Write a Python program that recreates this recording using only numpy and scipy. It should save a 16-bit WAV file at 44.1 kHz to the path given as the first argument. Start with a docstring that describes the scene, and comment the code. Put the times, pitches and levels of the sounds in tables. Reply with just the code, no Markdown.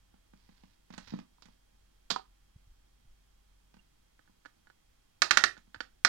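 """Toy washing machine: door and ratchet knob

A hand unlatches the plastic door, lets it swing against its stop, then turns a ratchet knob.
Each impact excites the damped modes of cabinet, door or knob in a small, quiet room; harder
contacts are brighter and crack more. Latch and hinge rub by stick-slip friction over a faint hum.
The phone's left microphone port is covered, so that side hears a late, muffled copy."""
import sys
import numpy as np
from scipy import signal
from scipy.fft import rfft, irfft
from scipy.io import wavfile

SR = 44100
rng = np.random.default_rng(int(sys.argv[2]) if len(sys.argv) > 2 else 0)


def store_pcm(level_fs):
    """Save levels as 16-bit WAV."""
    pcm = np.round(np.clip(level_fs, -1, 1) * 32767).astype(np.int16)
    wavfile.write(sys.argv[1], SR, np.atleast_2d(pcm).T)


N = 268128
TIME = np.arange(N) / SR
RING_SIZE = 16384
RING_TIME = np.arange(RING_SIZE) / SR


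def undb(db):
    """Decibels to amplitude ratio."""
    return 10 ** (np.asarray(db) / 20)


def fade(t, t60):
    """Exponential decay of 60 dB in t60 seconds."""
    return np.exp(-np.log(1000) * t / t60)


def level(x, db):
    """Scaling to an rms level."""
    return x * undb(db) / np.sqrt(np.mean(x ** 2))


def blow(x, db):
    """Scaling of a transient to the energy of 2 ms at this level."""
    return x * undb(db) / np.sqrt(np.sum(x ** 2) / (.002 * SR))


def lowpass(x, hz, order):
    """Butterworth low-pass."""
    return signal.sosfilt(signal.butter(order, min(hz, SR / 2 - 1), fs=SR, output="sos"), x)


def highpass(x, hz, order):
    """Butterworth high-pass."""
    return signal.sosfilt(signal.butter(order, hz, "high", fs=SR, output="sos"), x)


def drift(hz):
    """Random modulation: low-passed noise of unit rms."""
    return level(lowpass(rng.standard_normal(N), hz, order=2), 0)


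def minimum_phase(gain):
    """Folding the cepstrum gives the promptest impulse response with this magnitude spectrum."""
    cepstrum = irfft(np.log(gain))
    half = len(cepstrum) // 2
    cepstrum[1:half] *= 2
    cepstrum[half + 1:] = 0
    return irfft(np.exp(rfft(cepstrum)))


def colour(x, points, size=1024):
    """Spectral shaping through (frequency_hz, gain_db) points."""
    hz, db = np.transpose(points)
    bins = np.maximum(np.fft.rfftfreq(size, 1 / SR), 1)
    gain = undb(np.interp(np.log(bins), np.log(hz), db))
    return signal.fftconvolve(x, minimum_phase(gain))[:len(x)]


def add(track, start_s, x):
    """Superposition of x on the track."""
    start = int(start_s * SR)
    track[start:start + len(x)] += x[:max(N - start, 0)]


def room(x, t60_low=0.2, t60_high=0.18, split_hz=3500, first_s=0.0036, build_s=0.017):
    """Reverberation: reflections from close walls build into a tail whose treble dies first."""
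    noise = rng.standard_normal(RING_SIZE)
    low = signal.sosfiltfilt(signal.butter(2, split_hz, fs=SR, output="sos"), noise)
    tail = low * fade(RING_TIME, t60_low) + (noise - low) * fade(RING_TIME, t60_high)
    tail *= np.clip((RING_TIME - first_s) / build_s, 0, 1)
    return signal.fftconvolve(x, tail / np.sqrt(np.sum(tail ** 2)))[:N]


def ringing(modes, scatter_db=1.2, jitter=.007):
    """Damped modal response: the contact point varies each mode's share, the pressing hand its pitch."""
    hz, db, t60 = np.transpose(modes)[:, :, None]
    gain = undb(db + scatter_db * rng.standard_normal(hz.shape))
    half_width = np.log(1000) / (2 * np.pi * t60)
    tuned_hz = hz * (1 + jitter * rng.standard_normal(hz.shape))
    detune = np.fft.rfftfreq(RING_SIZE, 1 / SR) - tuned_hz
    power = np.sum(gain ** 2 / (detune ** 2 + half_width ** 2), axis=0)
    return minimum_phase(np.sqrt(power))


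def bend(x, spread_s):
    """Dispersion of bending waves: treble arrives first, 1 kHz about spread_s late."""
    hz = np.fft.rfftfreq(len(x), 1 / SR)
    phase_lag = 4 * np.pi * spread_s * np.sqrt(1000 * (hz + 100))
    return irfft(rfft(x) * np.exp(-1j * phase_lag))


def strikes(events, modes, crack_colour, snap_t60, shell_t60, shell_db, spread_s, radiate_hz,
            ring_wet_db, crack_wet_db, alike=.15):
    """Impact excitation: distinct modes ring, overlapping ones crack; soft contact dulls both."""
    rings, cracks = np.zeros(N), np.zeros(N)
    # a sharp snap at the contact, then the thin shell buzzes out
    envelope = fade(RING_TIME, snap_t60) + undb(shell_db) * fade(RING_TIME, shell_t60)
    own_grain = rng.standard_normal(RING_SIZE)
    for start_s, ring_db, contact_hz, crack_db in events:
        ring = lowpass(ringing(modes), contact_hz, order=2)
        ring = highpass(ring, radiate_hz, order=2)  # a small panel radiates little bass
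        add(rings, start_s, blow(ring, ring_db))
        # alike is the share of the grain that repeats from blow to blow
        grain = np.sqrt(alike) * own_grain + np.sqrt(1 - alike) * rng.standard_normal(RING_SIZE)
        crack = lowpass(colour(envelope * grain, crack_colour), 2 * contact_hz, order=1)
        add(cracks, start_s, blow(crack, crack_db))
    rings = bend(np.pad(rings, (0, RING_SIZE)), spread_s)[:N]
    # the whole shell sends the crack to the walls, while the ring mostly faces the phone
    return rings + cracks + room(undb(ring_wet_db) * rings + undb(crack_wet_db) * cracks)


def contacts(knocks, even_hz, db_per_octave):
    """Contact hardness sets each knock's crack level, which equals its ring level at even_hz."""
    return [(s, db, hz, db + db_per_octave * np.log2(hz / even_hz)) for s, db, hz in knocks]


def chatter(knock, gap_s, loss_db, count):
    """Inelastic rebound: a loose part touches at uneven gaps, each time more weakly."""
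    start_s, db, hz = knock
    gaps = gap_s * np.exp(.2 * rng.standard_normal(count))
    return [(start_s + gaps[:k].sum(), db - k * loss_db, hz) for k in range(count)]


# spectrum of the room air: frequency_hz, gain_db
ROOM_AIR = [(15, 23), (35, 20), (70, 15.5), (130, 9.5), (250, 8), (450, 5), (1500, -0.5), (5000, -4.5),
            (9000, -10.5), (15000, -19.5)]
# course of the appliance hum: time_s, level_db
HUM_LEVELS = [(0, -70), (1.5, -72), (2.4, -67), (3.6, -67), (4.1, -77.5), (5.0, -84.5), (5.7, -68.5),
              (6.08, -76)]
def background(air_db=-68, hum_hz=45, waver_hz=0.53):
    """Ambient noise: broadband room air and a household appliance's slightly wavering hum."""
    hum = np.sin(2 * np.pi * np.cumsum(hum_hz + waver_hz * drift(1.7)) / SR)
    hum_gain = undb(np.interp(TIME, *np.transpose(HUM_LEVELS)))
    air = colour(rng.standard_normal(N), ROOM_AIR, size=4096)
    return level(air, air_db) + level(hum, 0) * hum_gain


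# spectrum of the microphone hiss: frequency_hz, gain_db
MIC_HISS = [(30, 7.5), (200, -4.5), (600, -8.5), (2000, -5.5), (5500, -7), (10000, -11), (15000, -14.5)]
def electronics(hiss_db=(-76, -77), whine_hz=810, wander_hz=5):
    """Self-noise: independent hiss in each microphone, and a thin whine with its fourth harmonic."""
    hiss = [level(colour(rng.standard_normal(N), MIC_HISS), db) for db in hiss_db]
    phase = 2 * np.pi * np.cumsum(whine_hz + wander_hz * drift(40)) / SR
    whine = level(np.sin(phase), db=-92) + level(np.sin(4 * phase), db=-86)
    return np.array(hiss) + np.outer([1, undb(-7)], whine)  # the whine is weaker on the right


# impacts on the cabinet: start_s, ring_db, contact_hz
CABINET_KNOCKS = [(.1405, -52, 1700), (.3349, -46.5, 1300), (.4903, -47.5, 1300), (.6353, -45.5, 1600),
                  (.9038, -38.5, 1900), (.9375, -40, 5000), (.9790, -35, 8800), (1.0745, -50, 16000),
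                  (1.1225, -32.5, 260), (1.1365, -23, 337), (1.1890, -34, 1700), (1.4555, -49, 7000),
                  (1.4850, -49, 1200), (2.1150, -32, 12000), (3.7414, -50.5, 3100), (3.7676, -49.5, 2000),
                  (4.2950, -56, 600), (5.5770, -49.5, 12100), (5.6750, -55, 600)]
# cabinet resonances: pitch_hz, gain_db, t60_s
CABINET_MODES = [(185, 1, 0.096), (236.7, -3, 0.091), (297, -9, 0.067), (487, -5.5, 0.034),
                 (626, -21.5, 0.14), (844, -1, 0.026), (955, -25, 0.11), (1520, -5.5, 0.027),
                 (1840, -17, 0.041), (2430, -32.5, 0.011)]
# spectrum of the cabinet's crack: frequency_hz, gain_db
CABINET_CRACK = [(100, -37.5), (600, 3.5), (1600, 3.5), (3000, -3), (4500, -4), (6800, -7.5), (9000, -18),
                 (15000, -43.5)]
def cabinet_knocks():
    """Shell vibration: fingers, latch and hinge excite the modes of the hollow cabinet."""
    events = contacts(CABINET_KNOCKS + catches(), even_hz=8000, db_per_octave=3.5)
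    return strikes(events, CABINET_MODES, CABINET_CRACK, snap_t60=0.014, shell_t60=0.062, shell_db=6.5,
                   spread_s=0.00051, radiate_hz=170, ring_wet_db=-11, crack_wet_db=-10)


# strokes of latch and hinge: start_s, length_s, level_db
RUB_STROKES = [(0.361, 0.38, -71.5), (0.924, .022, -54.5), (.98, .22, -59.5), (1.072, 0.034, -53),
               (1.42, 0.12, -71.5)]
# spectrum of the friction: frequency_hz, gain_db
RUB_COLOUR = [(100, 7), (600, -17), (950, 3), (1200, -12), (1600, 0), (3000, -2), (4400, 1), (5400, -2.5),
              (6800, -12), (9000, -39.5), (15000, -24)]
def rubbing(slips_per_s=2500, uneven_db=2, grab_db=1, attack_s=0.002, t60_s=0.041, wet_db=-6):
    """Stick-slip friction: dense slips grab and ease as the latch drags and the hinge turns."""
    slips = (rng.random(N) < slips_per_s / SR) * undb(uneven_db * rng.standard_normal(N))
    slips *= rng.standard_normal(N)
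    grab = undb(grab_db * drift(54))
    envelope = np.zeros(N)
    for start_s, length_s, db in RUB_STROKES:
        t = TIME - start_s
        envelope += undb(db) * np.clip(t / attack_s, 0, 1) * fade(np.maximum(t - length_s, 0), t60_s)
    rub = level(colour(slips * grab, RUB_COLOUR), 0) * envelope
    return rub + undb(wet_db) * room(rub)


def catches(contact_hz=1500, scatter_db=6, count=3):
    """Frictional judder: a few small knocks fall at random within each rubbing stroke."""
    shape = (len(RUB_STROKES), count)
    places, offsets_db = rng.random(shape), scatter_db * rng.standard_normal(shape)
    return [(start_s + length_s * places[i, k], db + offsets_db[i, k], contact_hz)
            for i, (start_s, length_s, db) in enumerate(RUB_STROKES) for k in range(count)]


# the door comes free, later meets its stop and rebounds: start_s, ring_db, contact_hz
DOOR_KNOCKS = [(1.3824, -58, 900), (1.4222, -53, 7700), (2.1015, -34, 6000), (2.1606, -20, 1330),
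               (2.1945, -39, 800)]
# the hard blow that sets it chattering: start_s, ring_db, contact_hz
DOOR_SLAM = (2.1043, -26, 8000)
# door resonances: pitch_hz, gain_db, t60_s
DOOR_MODES = [(443, -14.5, 0.085), (630, -28, 0.033), (765, -4.5, 0.11), (967, 10.5, 0.028),
              (1002, 4, 0.042), (1257, 6.5, 0.036), (1420, 2, 0.02), (2980, -13.5, 0.025),
              (2900, -22.5, 0.071), (4150, -7, 0.031), (4880, -5, .10), (7020, 4.5, 0.048)]
# spectrum of the door's crack: frequency_hz, gain_db
DOOR_CRACK = [(100, -14.5), (400, 3.5), (1200, 4), (2000, -3.5), (3200, 3), (4500, 8), (5800, -1.5),
              (7500, -7), (9000, -19), (15000, -30)]
def door_knocks():
    """Plate vibration: the door rings at each knock and as it chatters against its stop."""
    rebounds = chatter(DOOR_SLAM, gap_s=.0045, loss_db=5, count=4)
    events = contacts(DOOR_KNOCKS + rebounds, even_hz=3400, db_per_octave=7.5)
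    return strikes(events, DOOR_MODES, DOOR_CRACK, snap_t60=0.012, shell_t60=.08, shell_db=0,
                   spread_s=0.0011, radiate_hz=480, ring_wet_db=-19, crack_wet_db=-12.5)


# shifts of the grip on the phone: start_s at the pulse's centre, peak_db, pitch_hz
GRIP_BUMPS = [(2.564, -46.5, 80), (2.677, -53.5, 58), (2.713, -50.5, 27), (3.056, -60, 99),
              (3.105, -55, 9.1), (5.773, -53.5, 62)]
def grip():
    """Structure-borne sound: each shift of the grip gives the phone's case one push-pull swing."""
    bumps = np.zeros(N)
    for centre_s, peak_db, hz in GRIP_BUMPS:
        phase = 2 * np.pi * hz * (TIME - centre_s)
        bumps -= undb(peak_db) * phase * np.exp((1 - phase ** 2) / 2)
    return bumps


# a fingertip on the panel: centre_s, peak_db, pitch_hz, half_length_s
SQUEAK = (3.796, -57, 2800, .006)
def squeak():
    """Stick-slip oscillation: skin on smooth plastic gives a brief tone."""
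    centre_s, peak_db, pitch_hz, half_length_s = SQUEAK
    envelope = undb(peak_db) * np.exp(-((TIME - centre_s) / half_length_s) ** 2)
    return envelope * np.sin(2 * np.pi * pitch_hz * TIME)


# a finger nudges the loose knob on its shaft: start_s, ring_db
KNOB_NUDGES = [(4.1923, -51.5), (4.2761, -58.5), (4.4509, -46), (4.4580, -38), (4.6705, -50.5),
               (4.7000, -48.5), (5.5676, -45), (5.745, -34.5), (5.7595, -44), (5.8049, -24.5)]
# resonances of the knob's hollow cap: pitch_hz, gain_db, t60_s
CAP_MODES = [(312, -10.5, 0.035), (525, -11.5, .03), (866, -9, 0.027), (1481, -0.5, 0.031),
             (1714, -1, 0.026), (2200, -11, .02), (3070, -8, .015), (4460, 0, 0.017)]
# spectrum of the knob's crack, shared by the pawl: frequency_hz, gain_db
KNOB_CRACK = [(50, -15.5), (170, -24.5), (400, -5), (860, 5.5), (1030, -5), (1250, 9), (1750, 7),
              (3000, -2), (4300, 5), (6600, -4.5), (8000, -12), (9400, -15), (10800, -25.5), (15000, -29.5)]
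def knob_nudges(contact_hz=2600, firm_db=-35, db_per_octave=26):
    """Backlash: the knob rocks once more in its play after a nudge; firmer contacts are harder."""
    rocks = []
    for start_s, db in KNOB_NUDGES:
        corner_hz = contact_hz * 2 ** ((db - firm_db) / db_per_octave)
        rocks += chatter((start_s, db, corner_hz), gap_s=0.004, loss_db=6.5, count=2)
    events = contacts(rocks, even_hz=14000, db_per_octave=3.5)
    return strikes(events, CAP_MODES, KNOB_CRACK, snap_t60=0.044, shell_t60=0.033, shell_db=-20,
                   spread_s=0.000705, radiate_hz=257, ring_wet_db=-20, crack_wet_db=-10)


# the pawl drops over a tooth: start_s, ring_db
PAWL_CLICKS = [(5.2196, -10), (5.309, -9.5), (5.3721, -8), (5.4383, -8.5), (6.0485, -9.5)]
# resonances of the knob's panel: pitch_hz, gain_db, t60_s
PANEL_MODES = [(225, -19, .06), (290, -19, .06), (385, -12, .05), (450, -14, .05), (586, -7, .05),
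               (861, -4, .035), (1170, -5, .06), (1240, -7, .06), (1442, 0, .055), (1593, -4, .04),
               (1781, -1, .055), (1905, -11, .05), (2266, -4, .06), (2729, -10, .035), (3294, -16, .04),
               (3574, -12, .04), (3714, -11, .04), (4005, -6, .04), (4279, -5, .05), (4489, -7, .04),
               (4753, -7, .035), (5097, -10, .035), (6217, -13, .04), (6648, -11, .04)]
def pawl_clicks(contact_hz=7560, crack_over_ring_db=1.77):
    """Release of spring energy: the pawl lands on one spot with equal hardness, so clicks are alike."""
    events = [(start_s, db, contact_hz, db + crack_over_ring_db) for start_s, db in PAWL_CLICKS]
    return strikes(events, PANEL_MODES, KNOB_CRACK, snap_t60=0.032, shell_t60=0.075, shell_db=-10,
                   spread_s=0.000705, radiate_hz=305, ring_wet_db=-21.5, crack_wet_db=-11, alike=.55)


def hollow(x, top_hz=650, boom_db=-9):
    """Cavity reverberation: the empty cabinet holds the low part of each click a little longer."""
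    return x + undb(boom_db) * room(lowpass(x, top_hz, order=4))


def ports(x, cover_hz=275, lag_s=0.00055):
    """Transmission loss: the covered left port passes mainly bass, and late; the right is open."""
    muffled = lowpass(x, cover_hz, order=1)
    return np.array([np.interp(TIME - lag_s, TIME, muffled), x])


def scene():
    """Superposition: airborne sound enters by the ports; grip bumps and self-noise bypass them."""
    pawl, knob = pawl_clicks(), knob_nudges()
    toy = cabinet_knocks() + door_knocks() + knob + hollow(pawl) + rubbing() + squeak()
    return ports(toy + background()) + grip() + electronics()


def record(dry, top_hz=16000):
    """Clipping and band limiting: the phone clips at full scale and cuts the top treble."""
    band_limit = signal.ellip(8, .2, 70, top_hz, fs=SR, output="sos")
    return signal.sosfilt(band_limit, np.clip(dry, -1, 1))


dry = scene()
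out = record(dry)
store_pcm(out)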